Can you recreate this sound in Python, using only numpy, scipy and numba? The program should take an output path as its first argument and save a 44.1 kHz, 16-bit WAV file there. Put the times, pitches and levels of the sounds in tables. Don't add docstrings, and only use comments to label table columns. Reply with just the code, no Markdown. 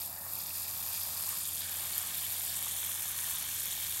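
import sys
import numpy as np
from scipy import signal
from scipy.fft import rfft, irfft
from scipy.io import wavfile
from scipy.ndimage import uniform_filter1d
from numba import njit

SR = 44100
rng = np.random.default_rng(int(sys.argv[2]) if len(sys.argv) > 2 else 0)


def digitize_waveform(pressure):
    field = np.atleast_2d(pressure).T
    bounded = np.clip(field, -1, 1)
    quanta = np.round(bounded * 32767).astype(np.int16)
    wavfile.write(sys.argv[1], SR, quanta)


N = 176400

# time in seconds, crackle level in dB, fizz level in dB.
SPRAY_LEVELS = [(0, -43.5, -32), (.06, -44, -36), (.11, -49, -39), (.22, -47.5, -37.5), (.35, -44.5, -34.5),
                (.47, -45.5, -36), (.6, -41.5, -34.5), (.72, -44, -33.5), (.95, -41, -34),
                (1.1, -42.5, -34), (1.3, -39, -34), (1.45, -39.5, -38.5), (1.7, -41, -37.5),
                (1.9, -39.5, -36), (2.1, -41, -36.5), (2.35, -40, -33), (2.62, -39, -38.5),
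                (2.85, -39.5, -35.5), (3.12, -39.5, -37.5), (3.32, -38.5, -34), (3.42, -41.5, -37.5),
                (3.6, -39, -36.5), (3.8, -41, -36), (4, -39, -36)]
JET_SPREAD_DB = 3.5


def undb(db):
    return 10 ** (np.asarray(db) / 20)


def unit(x):
    return x / np.sqrt(np.mean(x ** 2))


def curve(rows, column=1):
    rows = np.array(rows)
    return undb(np.interp(np.arange(N) / SR, rows[:, 0], rows[:, column]))


def walk(rate_hz):
    step = int(SR / rate_hz)
    held = np.repeat(rng.standard_normal(N // step + 1), step)
    return unit(uniform_filter1d(held, step)[:N])


def add(out, start_s, sound):
    start = int(start_s * SR)
    out[start:start + len(sound)] += sound[:max(N - start, 0)]


def colour(x, points):
    hz, db = np.array(points).T
    bins_hz = np.maximum(np.arange(N // 2 + 1) * SR / N, 1)
    gain = undb(np.interp(np.log(bins_hz), np.log(hz), db))
    cepstrum = irfft(np.log(gain), N)
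    cepstrum[1:N // 2] *= 2
    cepstrum[N // 2 + 1:] = 0
    return unit(irfft(rfft(x) * np.exp(rfft(cepstrum)), N))


@njit
def bandpass(x, hz, width_hz):
    y, band_state, low_state = np.empty(len(x)), 0., 0.
    for i in range(len(x)):
        g, damping = np.tan(np.pi * hz[i] / SR), width_hz / hz[i]
        band = (band_state + g * (x[i] - low_state)) / (1 + g * (g + damping))
        band_state = 2 * band - band_state
        low_state += 2 * g * band
        y[i] = damping * band
    return y


def background():
    # frequency in Hz, rms level in dB.
    partials = [(89.1, -59.5), (163.5, -69), (178.2, -73)]
    # frequency in Hz, relative density in dB.
    room_spectrum = [(25, -45), (34, -49), (43, -8), (65, 1.5), (110, 2), (150, -1.5), (200, -1.5),
                     (260, -5), (320, -4.5), (410, -10.5), (520, -6.5), (900, -3.5), (3000, -45.5)]
    t = np.arange(N) / SR
    hum = sum(undb(db) * np.sqrt(2) * np.sin(2 * np.pi * (hz * t + rng.random())) for hz, db in partials)
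    return hum + undb(-59.5) * colour(rng.standard_normal(N), room_spectrum)


def snap(hz, decay_s):
    t = np.arange(SR // 200) / SR
    age = 2 * t / decay_s
    return age * np.exp(1 - age) * np.sin(2 * np.pi * hz * t)


def ticks():
    # start in seconds, peak level in dB, pitch in Hz.
    droplets = [(.3348, -18, 12300), (.3545, -20, 12900), (.9424, -20, 13200), (1.0348, -19.5, 12800),
                (1.2916, -15, 13400), (1.545, -20, 13100), (1.9805, -11, 12850), (2.1467, -20, 12400),
                (2.181, -19, 12200), (2.5663, -21, 8660), (2.6270, -17, 12000), (2.8497, -21, 8900),
                (3.0094, -21, 11150), (3.336, -22, 8650), (3.5980, -20.5, 9700), (3.633, -23, 9400),
                (3.8420, -18.5, 12900)]
    snap_s, tail_s, tail_db = .00027, .0014, -15
    prickles_per_s, low_hz, high_hz = 170, 6840, 13900
    out, prickle, t = np.zeros(N), np.zeros(N), np.arange(SR // 50) / SR
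    tail = np.exp(-t / tail_s) * (1 - np.exp(-t / snap_s))
    for start, db, hz in droplets:
        spatter = unit(uniform_filter1d(rng.standard_normal(len(t)), size=9)) * tail
        add(out, start, undb(db) * snap(hz, snap_s))
        add(out, start, undb(db + tail_db) * spatter * np.sin(2 * np.pi * hz * t))
    for when, pitch, weakness in rng.random((int(prickles_per_s * N / SR), 3)):
        hz = low_hz + np.sqrt(pitch) * (high_hz - low_hz)
        above_crackle_db = 14.5 - 11 * np.sqrt(weakness)
        add(prickle, when * N / SR, undb(above_crackle_db) * snap(hz, decay_s=.00071))
    return out + prickle * curve(SPRAY_LEVELS)


def drops(per_s, spread_db):
    lands = rng.random(N) < per_s / SR
    level_db = spread_db * np.minimum(rng.exponential(size=N), 6.1)
    return lands * undb(level_db) * rng.choice([-1, 1], N)


def scatter(impacts, decay_s=.00061, spatter_db=-6.5):
    pole = np.exp(-2 / (decay_s * SR))
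    energy = signal.lfilter([1 - pole], [1, -pole], impacts ** 2 + 1e-18)
    return impacts + undb(spatter_db) * np.sqrt(energy) * rng.standard_normal(N)


def splashes(drops_per_s=1800, edge_ratio=1.087):
    # start and length in seconds, rms at the crest in dB, pitch in Hz.
    flurries = [(0.061, .3, -61, 1780), (.92, 0.048, -47, 4750), (1.006, 0.054, -47, 4950),
                (1.299, .07, -53.5, 1120), (1.434, 0.029, -51, 3250), (1.549, 0.25, -56, 1640),
                (1.93, .01, -42.5, 4500), (2.226, .04, -47, 3220), (2.457, 0.058, -47, 4800),
                (2.555, .03, -42, 7900), (2.708, 0.022, -39.5, 9000), (3.227, 0.027, -49.5, 1750)]
    out = np.zeros(N)
    for start, length, db, hz in flurries:
        swell = np.sqrt(np.hanning(int(length * SR)))
        band = signal.butter(2, [hz / edge_ratio, hz * edge_ratio], "bandpass", fs=SR, output="sos")
        flurry = signal.sosfilt(band, drops(drops_per_s, JET_SPREAD_DB))[:len(swell)]
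        add(out, start, undb(db) * swell * unit(flurry))
    return out


def bubble(hz, decay_cycles=4.6, rise=.003):
    samples = int(2 * np.pi * decay_cycles * SR / hz)
    age = np.arange(samples) * hz / SR / decay_cycles
    return np.exp(-age) * np.sin(2 * np.pi * decay_cycles * age * (1 + rise * age))


def bubbles(per_s=900, centre_hz=3483, spread_octaves=.194, spread_db=15.5):
    # time in seconds, relative level in dB.
    froth_levels = [(0, -86), (.8, -59), (1.38, -60), (1.47, -53.5), (1.6, -50.5), (1.78, -52.5),
                    (1.95, -53), (2.24, -49.5), (2.42, -53), (2.65, -49.5), (2.86, -49), (3.0, -55),
                    (3.35, -49), (3.52, -53), (3.74, -46.5), (4, -51)]
    # start in seconds, peak level in dB, pitch in Hz.
    clear_bubbles = [(0.0181, -28, 4870), (0.3728, -39, 2460), (.4255, -36, 4720), (0.5067, -36, 2660),
                     (.6287, -34, 4830), (1.2371, -31, 4880), (1.6182, -31, 3740), (1.6205, -32, 5050),
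                     (2.4855, -36, 5000), (2.504, -34, 3850), (2.665, -39, 1150), (2.668, -45, 890),
                     (2.8311, -27.5, 3410), (2.8392, -34, 2300), (2.895, -43, 1170), (3.3443, -36, 3500),
                     (3.3726, -32, 3480), (3.8675, -31, 4600)]
    froth, pops = np.zeros(N), np.zeros(N)
    for when, up, down, weakness in rng.random((int(per_s * N / SR), 4)):
        hz = centre_hz * 2 ** (spread_octaves * (up - down))
        add(froth, when * N / SR, undb(-spread_db * np.sqrt(weakness)) * bubble(hz))
    for start, db, hz in clear_bubbles:
        add(pops, start, undb(db) * bubble(hz))
    return unit(froth) * curve(froth_levels) * undb(.5) + pops


def spray(burst_hz=151.7, shared=.1, pooled_s=1.4):
    # frequency in Hz, relative density in dB.
    crackle_spectrum = [(3000, -43), (5000, -23), (6300, -7.5), (6900, -0.5), (7300, 0), (7800, 0.5),
                        (9200, 2.5), (10500, -0.5), (12000, 0.5), (16000, -12)]
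    fizz_spectrum = [(7000, -31.5), (10000, -19), (11500, -7.5), (12400, -6), (13200, -1.5), (14000, -7.5),
                     (15000, -21), (16000, -2)]
    common = walk(burst_hz)
    grain = np.interp(np.arange(N) / SR, [0, pooled_s], [.87, 1])

    def patter(spectrum, per_s, spread_db, burst_db):
        bursts = np.sqrt(shared) * common + np.sqrt(1 - shared) * walk(burst_hz)
        impacts = scatter(drops(per_s, spread_db * grain))
        x = colour(impacts * undb(burst_db * bursts), spectrum)
        return x / np.sqrt(uniform_filter1d(x ** 2, size=8000))

    crackle = patter(crackle_spectrum, per_s=8500, spread_db=3.5, burst_db=1.04)
    fizz = patter(fizz_spectrum, per_s=9000, spread_db=4, burst_db=1.27)
    return crackle * curve(SPRAY_LEVELS) + fizz * curve(SPRAY_LEVELS, column=2)


def drum(modes, drops_per_s=7500, wander_hz=9, wander_db=.5):
    impacts = scatter(drops(drops_per_s, JET_SPREAD_DB))
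    out = 0
    for hz, width, db in modes:
        b, a = signal.iirpeak(hz, hz / (2 * width), fs=SR)
        gain = undb(db + wander_db * walk(wander_hz))
        drive = impacts * rng.standard_normal(N)
        out = out + gain * signal.lfilter(b, a, signal.lfilter(b, a, drive))
    return unit(out)


def cancel(x, notches):
    for hz, width in notches:
        x = signal.lfilter(*signal.iirnotch(hz, hz / width, fs=SR), x)
    return unit(x)


def pot_wall(x):
    # time in seconds, centre in Hz, gain in dB (a peak if positive).
    low_dip = [(0, 3080, -5), (.2, 3160, -14), (.45, 3000, -6), (1.3, 3000, -0.5), (1.7, 2720, -1.5),
               (2.8, 2750, -1.5)]
    high_dip = [(0, 5630, -0.5), (1.0, 5450, -3.5), (2.1, 5500, -4.5), (2.55, 5430, 0), (2.7, 4770, -3),
                (2.98, 4400, -17), (3.15, 4730, -3), (4, 5000, -3)]
    top_dip = [(0, 6060, -5), (1.0, 6200, 1), (2.4, 6500, -6), (2.8, 6300, 4)]
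    t = np.arange(N) / SR
    for dip, width_hz in ((low_dip, 200.), (high_dip, 450.), (top_dip, 280.)):
        times, hz, _ = np.array(dip, float).T
        band = bandpass(x, np.interp(t, times, hz), width_hz)
        x = x - (1 - curve(dip, column=2)) * band
    return x


def jets():
    # frequency in Hz, nominal width in Hz, relative level in dB.
    soil_modes = [(1590, 200, -12.5), (1850, 160, -6.5), (2470, 390, -2.5), (3690, 430, -1),
                  (4260, 290, -2.5), (4690, 490, -0.5), (5140, 410, 1), (5870, 350, -1), (6870, 500, -3.5)]
    puddle_modes = [(1570, 146, -2), (1810, 204, 0.5), (2243, 220, 1.5), (2860, 400, -1), (3360, 720, -1.5),
                    (4336, 270, 2), (5400, 790, -1), (6020, 320, -2.5), (6880, 520, -1.5)]
    thrum_modes = [(788, 274, 0), (1143, 267, 0)]
    # frequency in Hz, width in Hz.
    soil_notches = [(2110, 220), (4030, 60)]
    puddle_notches = [(2030, 80), (4020, 64), (4850, 64)]
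    # time in seconds, level in dB.
    soil_levels = [(0, -46.5), (.1, -53), (.19, -55), (.28, -52), (.36, -48.5), (.6, -46.5), (.8, -47),
                   (.96, -46), (1.13, -46), (1.4, -46), (1.5, -46), (1.62, -47), (1.78, -51), (1.93, -51),
                   (2.1, -51), (2.35, -48.5), (2.5, -48.5), (2.7, -56), (3.0, -57), (3.4, -51), (4, -52)]
    puddle_levels = [(0, -61), (.2, -66), (.5, -60), (.9, -59), (1.33, -50.5), (1.5, -62), (1.6, -52),
                     (1.72, -49), (2.0, -46), (2.23, -48.5), (2.42, -48.5), (2.85, -46), (3.05, -44.5),
                     (3.25, -46), (3.55, -46), (3.72, -47), (4, -46)]
    # time in seconds, levels of the lower and upper resonance in dB.
    thrum_levels = [(0, -59.5, -62.5), (.25, -54.5, -58.5), (.55, -58, -62), (1.0, -58.5, -57),
                    (1.33, -58.5, -56), (1.45, -66.5, -60.5), (1.6, -63.5, -63.5), (1.85, -58.5, -57.5),
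                    (2.1, -58.5, -56.5), (2.3, -60, -65), (2.65, -62, -59), (2.75, -61, -62),
                    (3.4, -65.5, -55.5), (3.7, -66, -63.5), (4, -68, -59.5)]
    soil = cancel(drum(soil_modes), soil_notches) * curve(soil_levels)
    puddle = cancel(drum(puddle_modes), puddle_notches) * curve(puddle_levels)
    thrum = sum(drum([mode]) * curve(thrum_levels, column) for column, mode in enumerate(thrum_modes, 1))
    return soil + puddle + thrum


def scene():
    water = pot_wall(jets() + bubbles() + spray())
    return (water + splashes() + ticks() + background())[None]


def record(dry, cutoff_hz=15750):
    return signal.sosfilt(signal.ellip(12, .1, 80, cutoff_hz, fs=SR, output="sos"), dry)


dry = scene()
out = record(dry)
digitize_waveform(out)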